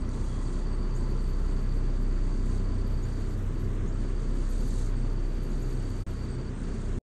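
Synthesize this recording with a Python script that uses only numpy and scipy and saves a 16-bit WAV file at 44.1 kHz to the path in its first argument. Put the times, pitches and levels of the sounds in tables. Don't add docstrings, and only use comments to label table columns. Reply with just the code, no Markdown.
import sys
import numpy as np
from scipy import signal
from scipy.fft import rfft, irfft
from scipy.io import wavfile

SR = 44100
rng = np.random.default_rng(int(sys.argv[2]) if len(sys.argv) > 2 else 0)


def bounce(signal):
    frames = np.transpose(np.atleast_2d(signal))
    limited = np.clip(frames, -1, 1)
    pcm = np.round(limited * 32767).astype(np.int16)
    wavfile.write(sys.argv[1], SR, pcm)


def gain_from_decibels(decibels):
    exponent = np.asarray(decibels, float) / 20
    return 10 ** exponent


N = 313110
T = np.arange(N) / SR

# time in seconds, level in dB.
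TRILL_EFFORT = [(0, -61), (1.1, -57.5), (2.1, -60), (2.9, -58.5), (3.6, -62.5), (4.2, -61), (4.7, -59),
                (5.4, -60), (6.4, -57.5), (6.7, -60.5), (6.8, -62), (6.95, -68)]
END_S = 6.9868


def rms_one(x):
    return x / np.sqrt(np.mean(x ** 2) + 1e-20)


def in_time(rows):
    s, *columns = np.transpose(rows)
    return [np.interp(T, s, c) for c in columns]


def drift(rate):
    r = np.exp(-80 * np.pi * rate / SR)
    slow = signal.lfilter([1], [1, -2 * r, r * r], rng.standard_normal(N // 40 + 3002))[3000:]
    return np.interp(np.arange(N) / 40, np.arange(len(slow)), rms_one(slow - slow.mean()))


def coloured(white, spectrum, shared_db, own_db, rate):
    hz = np.arange(N // 2 + 1) * SR / N + 1
    points = np.array(spectrum)
    curve_db = np.interp(np.log(hz), np.log(points[:, 0]), points[:, 1], left=-90, right=-90)
    shaped = rfft(white) * gain_from_decibels(curve_db)
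    out, together = np.zeros(N), drift(rate)
    lowest = np.floor(2 * np.log2(points[0, 0]))
    for centre in np.arange(lowest, 2 * np.log2(points[-1, 0]) + 1):
        share = np.clip(1 - abs(2 * np.log2(hz) - centre), 0, 1)
        out += irfft(shaped * share, N) * gain_from_decibels(shared_db * together + own_db * drift(2 * rate))
    return rms_one(out)


def resonance(x, hz, width_hz):
    r = np.exp(-np.pi * width_hz / SR)
    poles = [1, -2 * r * np.cos(2 * np.pi * hz / SR), r * r]
    return signal.lfilter(np.array([1, 0, -1]) * (1 - r * r) / 2, poles, x)


def ringing_noise(hz, width_hz):
    return resonance(resonance(rng.standard_normal(N), hz, width_hz), hz, width_hz)


def bursts(rows, rise_s, fall_s):
    power = 0
    for s, length, db in rows:
        edge = np.minimum((T - s) / rise_s, (s + length + fall_s - T) / fall_s)
        power = power + gain_from_decibels(2 * db) * np.clip(edge, 0, 1) ** 2
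    return np.sqrt(power)


def add(track, s, db, from_hz, to_hz, length_s, phase, bend=1):
    u = np.arange(int(length_s * SR)) / int(length_s * SR)
    glide = np.sin(phase + 2 * np.pi * np.cumsum(from_hz + (to_hz - from_hz) * u ** bend) / SR)
    i = int((s - length_s / 2) * SR)
    if i >= 0:
        track[i:i + len(u)] += gain_from_decibels(db) * np.sqrt(np.sin(np.pi * u)) * glide


def echo(x, t60, wet_db):
    tail = rng.standard_normal(SR // 4) * gain_from_decibels(-60 * T[:SR // 4] / t60)
    return x + gain_from_decibels(wet_db) * signal.fftconvolve(x, tail / np.sqrt(np.sum(tail ** 2)))[:N]


def blades():
    # multiple of the blade rate, rms in dB, rms in dB in the later balance.
    overtones = [(1, -28.5, -29.5), (2, -48.5, -41), (3, -45.5, -46), (4, -57, -52), (5, -55.5, -54.5),
                 (6, -58, -54), (7, -53, -54), (8, -51.5, -56.5), (9, -54.5, -58.5), (10, -67.5, -63.5),
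                 (11, -55, -58), (12, -63, -65), (13, -70, -65.5), (14, -68, -64.5), (16, -70, -69.5)]
    # multiple, blade rate in Hz, rms in dB, moment in step in seconds.
    neighbours = [(1, 31.535, -39.3, 1.8), (1, 31.74, -44, 2.2), (2, 31.535, -51, .005),
                  (2, 31.92, -47.2, 1.55), (3, 31.535, -49, .77), (3, 31.81, -45.4, 3.97),
                  (3, 31.92, -47.8, 2.18), (4, 31.535, -48.2, .27), (4, 31.92, -48.9, 1.49),
                  (4, 31.81, -56.5, .77), (6, 31.83, -51.5, 2.13), (7, 31.535, -52.7, .218),
                  (7, 31.92, -59.9, .253), (8, 31.535, -57.2, .103), (8, 31.92, -60.5, .265),
                  (11, 31.535, -60.3, .236), (11, 31.92, -60.6, .754), (12, 31.535, -56.5, .035),
                  (12, 31.92, -63, 1.346), (13, 31.535, -65.4, .153), (13, 31.92, -62.5, .067)]
    # time in seconds, share of the way to the later balance
    tone_balance = [
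        (0, 0.0),
        (1.3, 0.6),
        (1.8, 0),
        (4.5, 0.18),
        (6.0, 0.2),
        (6.06, .95),
        (7.1, 0.6),
    ]
    blade_hz, shake_db, shake_rad, neighbour_shake_db = 31.862, .5, .08, .6
    out, turn, shifted = 0, {}, np.clip(in_time(tone_balance)[0], 0, 1)
    for k, db, later_db in overtones:
        shake = shake_rad * np.sqrt(k - 1) * drift(1.23)
        turn[k] = 2 * np.pi * k * blade_hz * T + rng.uniform(0, 2 * np.pi) + shake
        level_db = db + shifted * (later_db - db) + shake_db * np.log(k + .5) * drift(1.5)
        out += gain_from_decibels(level_db) * np.sin(turn[k])
    for k, hz, db, in_step_s in neighbours:
        beat = 2 * np.pi * k * (hz - blade_hz) * (T - in_step_s)
        out += gain_from_decibels(db + neighbour_shake_db * drift(0.5)) * np.sin(turn[k] + beat)
    return np.sqrt(2) * out


def motor():
    return gain_from_decibels(-46.5 + 2.0 * drift(1.4)) * np.sin(2 * np.pi * 121 * T + .5 * drift(0.45))


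def airflow():
    # frequency in Hz, density in dB per Hz.
    rumble_spectrum = [(12, -17), (25, 0.5), (48, 4), (80, 1.5), (110, 0), (160, -3), (250, -4.5),
                       (330, -8), (420, -9), (520, -16), (750, -28), (1000, -35.5)]
    rush_spectrum = [(350, -25), (600, -1.5), (780, -7.5), (1000, -5.5), (1270, -5.5), (1560, -6.5),
                     (2500, -15), (3660, -18), (4300, -23), (4950, -24), (6300, -21), (8400, -23),
                     (10000, -35.5), (10700, -42)]
    # frequency in Hz, width in Hz, level in dB.
    housing_modes = [(495.5, 28, 4.5), (620, 32, -1.5), (680, 18, -3), (795, 30, -1.5), (887.5, 47, 2.5),
                     (1015, 58, 4), (1113, 32, 3), (1196, 74, -0.5), (1337, 76, -2.5), (1454, 24, -6.5),
                     (1673, 14, -5.5), (1974, 94, -7)]
    rumble = coloured(rng.standard_normal(N), rumble_spectrum, shared_db=-0.54, own_db=1.0, rate=5.7)
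    rush = coloured(rng.standard_normal(N), rush_spectrum, shared_db=0.3, own_db=1.0, rate=16.0)
    housing = sum(gain_from_decibels(db + 1.2 * drift(3.8)) * ringing_noise(hz, width_hz)
                  for hz, width_hz, db in housing_modes)
    rush_db = -53.5 + 0.1466 * T
    housing_db = -57 - 1.8 * T + 4.5
    return gain_from_decibels(-37.5) * rumble + gain_from_decibels(rush_db) * rush + gain_from_decibels(housing_db) * rms_one(housing)


def buffet():
    # start in seconds, length in seconds, level in dB.
    thumps = [
        (.0, .12, -44),
        (6.62, 0.29, -35.5),
    ]
    return bursts(thumps, rise_s=0.049, fall_s=0.045) * rms_one(ringing_noise(62.1, 5.2))


def hand():
    # start in seconds, length in seconds, level in dB.
    strokes = [(.09, 0.48, -57.5), (.93, .2, -62), (1.13, 0.41, -64.5), (2.21, .2, -62.5),
               (2.42, 0.13, -58), (3.02, 0.31, -62), (3.96, 0.089, -61.5), (4.16, 0.13, -62),
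               (4.33, 0.14, -57.5), (4.48, .16, -56), (4.62, 0.2, -55), (4.66, .16, -54.5),
               (5.45, 0.63, -61), (6.07, 0.19, -69), (6.56, .14, -59), (6.7, .3, -61)]
    # frequency in Hz, density in dB per Hz.
    crust = [(2500, -28), (3350, -7), (3700, -3.5), (4100, -0.5), (5100, -9), (6200, -0.5), (6550, 0),
             (6750, 4.5), (6950, -1), (7800, -0.5), (9000, -2.5), (10500, -18), (12500, -40)]
    # time in seconds, level in dB, frequency in Hz.
    snaps = [
        (.092, -48, 6030),
        (0.092, -50, 9300),
        (.43, -54.5, 6650),
        (1.088, -60, 6300),
        (4.22, -57, 7300),
        (6.659, -60, 7900),
    ]
    sizes = gain_from_decibels(1.77 * rng.exponential(1, N)) * rng.choice([-1, 1], N)
    grains = sizes * (rng.random(N) < 9000 / SR)
    resting_db = -66.5
    pressure = np.hypot(bursts(strokes, rise_s=0.042, fall_s=0.12), gain_from_decibels(resting_db))
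    rub = pressure * gain_from_decibels(-2.5) * coloured(grains, crust, shared_db=1.0, own_db=1.3, rate=25.0)
    for s, db, hz in snaps:
        add(rub, s, db, 1.04 * hz, .96 * hz, .0025, 0)
    return rub


def wire():
    # time in seconds, level in dB.
    singing = [
        (.12, -84),
        (.25, -79),
        (.31, -61),
        (.37, -67),
        (.45, -75),
        (.6, -74),
        (.68, -93),
    ]
    return gain_from_decibels(in_time(singing)[0]) * rms_one(ringing_noise(3320, 220)) * (T < singing[-1][0])


def wing_strokes():
    # start in seconds, triplets of wing strokes, strokes in the closing run.
    phrases = [(.0235, 3, 2), (.2677, 3, 4), (.5304, 4, 7), (.9136, 1, 11), (1.1817, 1, 7), (1.3892, 1, 6),
               (1.5686, 4, 6), (1.9396, 1, 5), (2.099, 2, 20), (2.5836, 1, 4), (2.7246, 5, 4),
               (3.1221, 0, 9), (3.3093, 1, 0), (3.5449, 0, 5), (3.6489, 0, 2), (3.9297, 3, 6),
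               (4.2323, 0, 4), (4.3116, 4, 9), (4.72, 0, 4), (4.8018, 2, 5), (5.0228, 0, 4), (5.1018, 4, 9),
               (5.5212, 4, 7), (5.9074, 1, 4), (6.0874, 1, 8), (6.2889, 0, 5), (6.3879, 2, 0),
               (6.6402, 1, 7), (6.8643, 0, 2)]
    triplet_s, stroke_s, slowest_stroke_s, pause_s = .0635, .0157, .018, .032
    times = []
    for (s, triplets, closing), (next_s, *_) in zip(phrases, phrases[1:] + [(N / SR,)]):
        times += [s + t * triplet_s + k * stroke_s for t in range(triplets) for k in range(3)]
        run_s = s + triplets * triplet_s
        apart = min((next_s - pause_s - run_s) / max(closing - 1, 1), slowest_stroke_s)
        times += [run_s + k * apart for k in range(closing)]
    return times


def near_cricket():
    song, times = np.zeros(N), wing_strokes()
    for s, (a, b, c) in zip(times, rng.standard_normal((len(times), 3))):
        add(song, s - .001 + .0005 * a, 1.3 * b, 4730 + 25 * a, 4220 + 30 * b, .0125, 3 * c, bend=1.5)
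    hoarse_db = 1.6 * drift(110)
    return gain_from_decibels(0.1) * echo(song * gain_from_decibels(in_time(TRILL_EFFORT)[0] + hoarse_db), t60=.07, wet_db=-3)


def far_cricket():
    # start in seconds, level in dB.
    chirps = [(-.0374, -57), (.205, -61), (.437, -62), (0.693, -59), (.952, -57), (1.209, -60),
              (1.487, -61), (1.745, -63), (2.035, -66), (2.27, -62.5), (2.485, -65), (2.735, -61.5),
              (2.972, -62.5), (3.225, -74), (3.454, -66), (3.695, -65), (3.93, -65), (4.224, -66),
              (4.49, -60.5), (4.716, -70), (4.967, -58.5), (5.225, -68), (5.52, -71), (5.741, -61),
              (5.985, -65), (6.036, -58.5), (6.292, -55), (6.542, -57), (6.782, -68)]
    song = np.zeros(N)
    for s, db in chirps:
        for k, (a, b, c) in enumerate(rng.standard_normal((6, 3))):
            stroke_db = db + 1.8 * a - 3 * (k == 0)
            add(song, s + k * .0116, stroke_db, 8380 + 70 * b, 8150 + 70 * b, .0065, 3 * c)
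    return echo(song, t60=.09, wet_db=-7)


def chorus():
    band = ringing_noise(4640, 260)
    singing = bursts([(0, 3.36, 0), (3.54, .14, 0), (3.92, 2.58, 0), (6.63, .3, 0)], .02, .03)
    return singing * gain_from_decibels(in_time(TRILL_EFFORT)[0] - 12 + 1.9 * drift(12)) * rms_one(band)


def high_rasp():
    # start in seconds, length in seconds, level in dB.
    rasps = [(.135, 0.023, -77), (.22, 0.12, -76), (.92, 0.21, -79), (1.205, .57, -78.5), (1.995, .03, -80),
             (2.17, 0.024, -83), (2.28, 0.021, -89), (2.44, 0.14, -84), (2.86, .9, -77),
             (4.19, .025, -79.5), (4.25, 0.15, -83), (4.48, .42, -74.5), (5.01, .04, -85),
             (5.11, .025, -78), (5.23, 0.092, -79), (5.335, .7, -74.5), (6.07, 0.18, -75.5),
             (6.635, 0.028, -77), (6.72, .03, -84)]
    band = signal.butter(2, [11000, 11900], "band", fs=SR, output="sos")
    rasp = signal.sosfilt(band, rng.standard_normal(N))
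    flutter = gain_from_decibels(3.2 * drift(40) + 3.5 * drift(12))
    return bursts(rasps, rise_s=.012, fall_s=0.018) * flutter * rms_one(rasp)


def bird():
    # time in seconds, level in dB, start pitch in Hz, end pitch in Hz, length in seconds.
    peeps = [
        (.96, -54, 6300, 7400, .026),
        (3.035, -55, 6400, 7300, .024),
        (3.17, -64, 6700, 7300, .02),
        (3.885, -56.5, 6400, 7300, .02),
        (5.515, -63, 6600, 7150, .02),
        (5.625, -56.5, 6400, 7400, .022),
    ]
    out = np.zeros(N)
    for s, db, from_hz, to_hz, length_s in peeps:
        add(out, s, db, from_hz, to_hz, length_s, 0)
    return echo(out * gain_from_decibels(3 * drift(260)), t60=.1, wet_db=-2)


def scene():
    fans = blades() + motor() + airflow() + buffet()
    guard = hand() + wire()
    background = near_cricket() + far_cricket() + chorus() + high_rasp() + bird()
    return (fans + guard + background)[None]


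def drop_weak_bands(x):
    # from Hz, to Hz, share of blocks kept (0-1), masking by the band near 8 kHz (0-1).
    kept_bands = [(4990, 5340, .97, 0), (7060, 7400, .985, 0), (8400, 9100, .985, 1), (9100, 9780, .84, .9),
                  (9780, 10480, .36, .2), (10480, 10850, .07, 0), (10850, 11850, .54, 0),
                  (11850, 12500, .24, 0), (12500, 22050, .01, 0)]
    blocks = dict(fs=SR, window=("tukey", .5), nperseg=1408, noverlap=384)
    hz, _, z = signal.stft(x, **blocks)

    def loudness(lo, hi):
        return np.log(np.mean(abs(z[(hz >= lo) & (hz < hi)]) ** 2, axis=0) + 1e-20)

    masker = loudness(7900, 8400)
    for lo, hi, kept, masking in kept_bands:
        worth = loudness(lo, hi) - masking * masker + 0.51 * rng.standard_normal(len(masker))
        z[(hz >= lo) & (hz < hi)] *= np.where(worth > np.quantile(worth[:-6], 1 - kept), 1, .003)
    return signal.istft(z, **blocks)[1][:N]


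def dropout():
    fade_s, gap_s, back_s = 6.015, 6.04, 6.0643
    fade = np.cos(np.pi / 2 * np.clip((T - fade_s) / (gap_s - fade_s), 0, 1)) ** 1.5
    return np.where(T < back_s, fade, np.clip((T - back_s) / .0005, 0, 1) * (T < END_S))


def residue():
    low = signal.butter(8, 650, fs=SR, output="sos")
    murmur = signal.sosfilt(low, rng.standard_normal(N) * (T < END_S + .028))
    return gain_from_decibels(np.where(T < END_S, -76, -79)) * rms_one(murmur)


def low_pass(x):
    return signal.sosfilt(signal.butter(12, 12720, fs=SR, output="sos"), x)


def record(dry):
    murmur = residue()
    mix = drop_weak_bands(dry[0])[None] * dropout() + murmur
    return low_pass(mix)


dry = scene()
out = record(dry)
bounce(out)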